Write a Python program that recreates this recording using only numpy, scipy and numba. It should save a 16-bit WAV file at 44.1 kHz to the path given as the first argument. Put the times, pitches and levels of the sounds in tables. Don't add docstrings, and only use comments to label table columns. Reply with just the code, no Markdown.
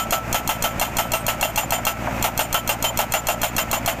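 import sys
import numpy as np
from scipy import signal
from scipy.fft import rfft, irfft
from scipy.io import wavfile
from numba import njit

SR = 44100
rng = np.random.default_rng(int(sys.argv[2]) if len(sys.argv) > 2 else 0)


def unload_wav(signal):
    wavfile.write(
        sys.argv[1],
        SR,
        np.round(np.clip(np.atleast_2d(signal).T, -1, 1) * 32767).astype(np.int16),
    )


N = 176400
AGE = np.arange(int(.4 * SR)) / SR


def amp(db):
    return 10 ** (np.asarray(db) / 20)


def colour(x, points, size=4096):
    hz, db = np.array(points, float).T
    bins_hz = np.arange(size // 2 + 1) * SR / size
    gain = amp(np.interp(np.log(bins_hz + 1), np.log(hz), db))
    cepstrum = irfft(np.log(gain / np.sqrt(np.mean(gain ** 2))))
    cepstrum[1:size // 2] *= 2
    cepstrum[size // 2 + 1:] = 0
    return signal.fftconvolve(x, irfft(np.exp(rfft(cepstrum))))[:len(x)]


def add(out, start_s, sound):
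    i = int(round(start_s * SR))
    part = sound[max(-i, 0):max(N - i, 0)]
    out[max(i, 0):max(i, 0) + len(part)] += part


def burst(db, decay_s):
    return amp(db) * np.exp(-AGE / decay_s) * rng.standard_normal(len(AGE))


def swell(rise_s):
    return 1 - np.exp(-AGE / rise_s)


def fade(hold_s, decay_s):
    return np.exp(-np.maximum(AGE - hold_s, 0) / decay_s)


def ring(hz, db, t60):
    return amp(db - 60 * AGE / t60) * np.sin(2 * np.pi * (hz * AGE + rng.random()))


# t/s, f/Hz
FIRING_RATE = [(0, 56.5), (.3, 58), (3.3, 57.5), (3.6, 57.5), (4, 57.5)]
# f/Hz, level/dB
EXHAUST_SPECTRUM = [(18, -9), (30, -13), (52, -20), (80, -2), (135, 0.5), (200, 1), (265, 1), (340, -3.5),
                    (450, -15), (900, -26.5), (15000, -70)]
GEAR_SPECTRUM = [(30, -23), (420, -11), (580, 1.5), (800, -0.5), (1100, -7), (1350, -4.5), (1700, -8.5),
                 (2500, -7.5), (3100, -17.5), (4000, -26), (5500, -24.5), (7000, -20.5), (8500, -29.5),
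                 (11000, -32.5), (14000, -24), (15500, -35)]
def engine(drone_db=-33.5, exhaust_db=-28, gear_db=-25):
    firing_hz = np.interp(np.arange(N) / SR, *np.array(FIRING_RATE).T)
    phase = 2 * np.pi * np.cumsum(firing_hz) / SR
    harmonics_db = [3, 3, -5.5, -2, -11.5, -20]
    drone = -np.sqrt(2) * sum(amp(db) * np.cos(k * phase) for k, db in enumerate(harmonics_db, 1))
    puffs = colour(rng.standard_normal(N) * (1 + .57 * np.cos(phase)), EXHAUST_SPECTRUM)
    gears = colour(rng.standard_normal(N) * (1 + .1 * np.cos(phase)), GEAR_SPECTRUM)
    return amp(drone_db) * drone + amp(exhaust_db) * puffs + amp(gear_db) * gears


# t/s of the blow, level/dB, time loose/s,
# drop-back delay/s, drop-back level/dB, then level/dB for each of the post's four main modes
BLOWS = [(-0.024, -3, 0.065, 0.079, 0, 6, -2, 12, 4), (0.1236, 0.3, 0.062, 0.056, 1.0, 7, -4, 1.0, 3),
         (0.3438, -1.8, 0.054, 0.057, 3, -0.5, -11, 6, -5),
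         (0.4914, -2.8, 0.072, 0.071, -5, -2, -8, 2.0, -5),
         (0.6398, -2.8, 0.082, 0.066, -6, 1, -15, 4, -4.0),
         (0.8132, -2.5, 0.083, 0.062, 1.5, -4, 0.5, -1.0, -5.0),
         (0.9851, -1.3, 0.09, 0.065, 3, 0.5, -20, 3, -13),
         (1.1349, -2.7, 0.082, 0.068, -5.5, 0.5, 2, -12, -10),
         (1.2816, -2.2, 0.066, 0.056, 0, -1.5, -1, -12, -0.5),
         (1.4273, -1.7, 0.082, 0.063, 3.0, -4, 5, 5, 0.5), (1.5752, -1.5, 0.071, 0.055, 6, -10, 4.0, 1, 11),
         (1.7222, -1.6, 0.069, 0.06, 4.5, -2, -1, 4, 8.5),
         (1.8675, -0.7, 0.054, 0.043, 0, 1.5, 5, 0.0, -0.0),
         (2.2418, -1, 0.045, 0.037, 9, -3, -6, -12, -4.5), (2.3922, -0.3, 0.066, 0.054, 1, -7, -2, 4, 3),
         (2.5434, 0.5, 0.054, 0.033, 8, 2, -2, 13, 6.5), (2.6919, -0.5, 0.046, 0.051, 3.5, -10, 3.0, 4, 5),
         (2.8414, -2, 0.056, 0.057, 2, -9, -4, 15, 11.5), (2.9898, 0, 0.05, 0.042, 7, -3, -1, 6, 4),
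         (3.1377, -0.5, 0.059, 0.038, 2, 0, 0, -7, 11.5), (3.2859, -2, 0.058, 0.05, 1, -2.0, 2.0, 3, 4.5),
         (3.4324, -1.5, 0.061, 0.031, -15, -18, -6, 2, 5), (3.581, -1.9, 0.048, 0.045, 1, -1.5, -1, 7, 6),
         (3.7295, -3.5, 0.056, 0.036, 6.5, -7, -1.5, 0, 5),
         (3.8769, -2.5, 0.058, 0.05, 3, -18, -2.5, 0.0, -1)]
# f/Hz, level/dB
TICK_SPECTRUM = [(300, -27), (900, 0), (1800, -8), (3200, -15), (4600, -4.5), (6200, 7), (7300, 8.5),
                 (8000, 3.5), (8700, 5), (9700, 2.5), (10800, -12.5), (13800, 12), (15500, -11)]
# level/dB, t60/s
VALVE_HZ = [947, 1275, 2234, 2648, 3267, 4209, 4360, 5760, 5910, 6616, 7305, 9657, 11574]
VALVE_RING = [(-23, 0.18), (-28, 0.18), (-27, 0.11), (-22, 0.049), (-21, 0.072), (-22, 0.11),
              (-33.5, 0.072), (-33.5, 0.15), (-25.5, 0.098), (-22, 0.031), (-14, 0.012), (-28, 0.038),
              (-32, .035)]
def valve(lead_s=.016):
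    ticks, rings = np.zeros((2, N))
    snap = burst(db=-13, decay_s=.0039)
    for start, *_ in BLOWS:
        add(ticks, start - lead_s, snap + burst(db=-13, decay_s=.0065))
        add(rings, start - lead_s, sum(ring(hz, *mode) for hz, mode in zip(VALVE_HZ, VALVE_RING)))
    return colour(ticks, TICK_SPECTRUM) + rings


def ground(hz=13, db=-17, width_s=.018):
    out = np.zeros(N)
    t = AGE - AGE.mean()
    push = -amp(db) * np.exp(-(t / width_s) ** 2) * np.sin(2 * np.pi * hz * t)
    for start, *_ in BLOWS:
        add(out, start - AGE.mean(), push)
    return out


# f/Hz, level/dB
CRACK_SPECTRUM = [(200, -20), (700, 5), (1400, 1), (2600, -5), (3600, -15), (5000, -17), (7000, -5),
                  (10000, -3), (13500, 2), (15500, -7)]
THUD_SPECTRUM = [(100, -28), (400, -19), (580, -3), (720, 2), (900, -2), (1100, -10), (1400, -10),
                 (2000, -20), (4000, -38), (15000, -55)]
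def piston(level_db=-6.5):
    crack, thud = np.zeros((2, N))
    for start, db, *_ in BLOWS:
        add(crack, start, burst(level_db + db, decay_s=.0019))
        add(thud, start, burst(level_db + db, decay_s=.0054))
    return colour(crack, CRACK_SPECTRUM) + colour(thud, THUD_SPECTRUM)


# f/Hz, level/dB
CLATTER_SPECTRUM = [(60, -22), (400, -14), (520, -6), (660, 5), (830, 1.5), (1100, -5.5), (1400, -5),
                    (1700, -10.5), (2300, -8), (3250, -7.5), (3700, -15.5), (4600, -18.5), (5800, -16),
                    (7000, -10.5), (7800, -19), (11000, -19), (13000, -14), (14500, -9.5), (15500, -36)]
def clatter(level_db=-6.5, roughness=.31, grain_samples=20):
    out = np.zeros(N)
    for start, db, loose_s, *_ in BLOWS:
        grains = np.repeat(rng.standard_normal(len(AGE) // grain_samples), grain_samples)
        contacts = np.exp(roughness * grains - roughness ** 2)
        shape = fade(hold_s=.018, decay_s=.023) * fade(loose_s, decay_s=.027)
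        add(out, start, amp(level_db + db) * shape * contacts * rng.standard_normal(len(AGE)))
    return colour(out, CLATTER_SPECTRUM)


# level/dB, build-up/s, t60/s
POST_HZ = [1324, 2750, 3095, 7123, 665, 2053, 5915, 6905, 8548, 11452, 11672, 12745, 13622, 14478]
POST_RING = [(-8.5, 0.0099, 0.26), (-3.5, 0.004, 0.089), (-18, 0.0072, 0.23), (-17, 0.018, 0.27),
             (-19, 0.0064, 0.18), (-22, .005, 0.18), (-28, 0.01, 0.13), (-23.5, .015, 0.19),
             (-20.5, 0.011, 0.3), (-32, 0.023, 0.41), (-22, .035, 0.39), (-22, 0.0064, 0.2),
             (-21, .012, 0.24), (-21, 0.0069, 0.15)]
def post(scatter_db=4.5, high_hz=2900, split_hz=14, twin_gain=.55):
    out = np.zeros(N)
    for start, db, loose_s, _, _, *main_db in BLOWS:
        for k, (hz, (mode_db, rise_s, t60)) in enumerate(zip(POST_HZ, POST_RING)):
            scatter, detune, split = rng.standard_normal(3)
            level_db = mode_db + (main_db[k] if k < len(main_db) else db + scatter_db * scatter)
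            pitch = hz * (1 + .001 * detune)
            tone = ring(pitch, level_db, t60)
            if hz > high_hz:
                twin = ring(pitch + split_hz * (1 + split / 2), level_db, t60)
                pair = (tone + twin_gain * twin) / np.hypot(1, twin_gain)
                tone = pair * fade(loose_s, decay_s=.007)
            add(out, start, tone * swell(rise_s))
    return out


def jangle(count=100, level_db=-3.5, t60=.13):
    hz = np.linspace(900, 15000, count)
    hz += (hz[1] - hz[0]) * (rng.random(count) - .5)
    modes = np.exp(2j * np.pi * hz[:, None] * AGE) / np.sqrt(count)
    shape = swell(rise_s=.0065) * amp(-60 * AGE / t60)
    out = np.zeros(N)
    for start, db, loose_s, *_ in BLOWS:
        mix = rng.standard_normal(count) + 1j * rng.standard_normal(count)
        add(out, start, amp(level_db + db) * (mix @ modes).real * shape * fade(loose_s, decay_s=.072))
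    return colour(out, CLATTER_SPECTRUM)


# f/Hz, level/dB
KNOCK_SPECTRUM = [(100, -32), (440, -22), (570, -4), (680, 2), (850, -2), (1100, -11), (1400, -12),
                  (2000, -22), (3500, -40), (15000, -65)]
def drop_back(level_db=-12.5, stall_s=2.069, stall_db=-4.5):
    knocks = [(start + delay_s, level_db + db) for start, _, _, delay_s, db, *_ in BLOWS]
    out = np.zeros(N)
    for start, db in knocks + [(stall_s, stall_db)]:
        add(out, start, burst(db, decay_s=.009) * swell(rise_s=.003))
    return colour(out, KNOCK_SPECTRUM)


def scene():
    return (engine() + valve() + ground() + piston() + clatter() + post() + jangle() + drop_back())[None]


@njit
def follow(x, attack_s, release_s):
    out, level = np.empty(len(x)), np.max(x[:64])
    for i in range(len(x)):
        level += (x[i] - level) / (SR * (attack_s if x[i] > level else release_s))
        out[i] = level
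    return out


def record(dry, threshold_db=-21, ratio=3.15, makeup_db=2, top_hz=14950):
    level = follow(np.abs(dry[0]), attack_s=.00067, release_s=.079)
    gain = np.maximum(level / amp(threshold_db), 1) ** (1 / ratio - 1)
    rounded = np.tanh(dry * gain * amp(makeup_db))
    return signal.sosfilt(signal.ellip(8, .3, 70, top_hz, fs=SR, output="sos"), rounded)


dry = scene()
out = record(dry)
unload_wav(out)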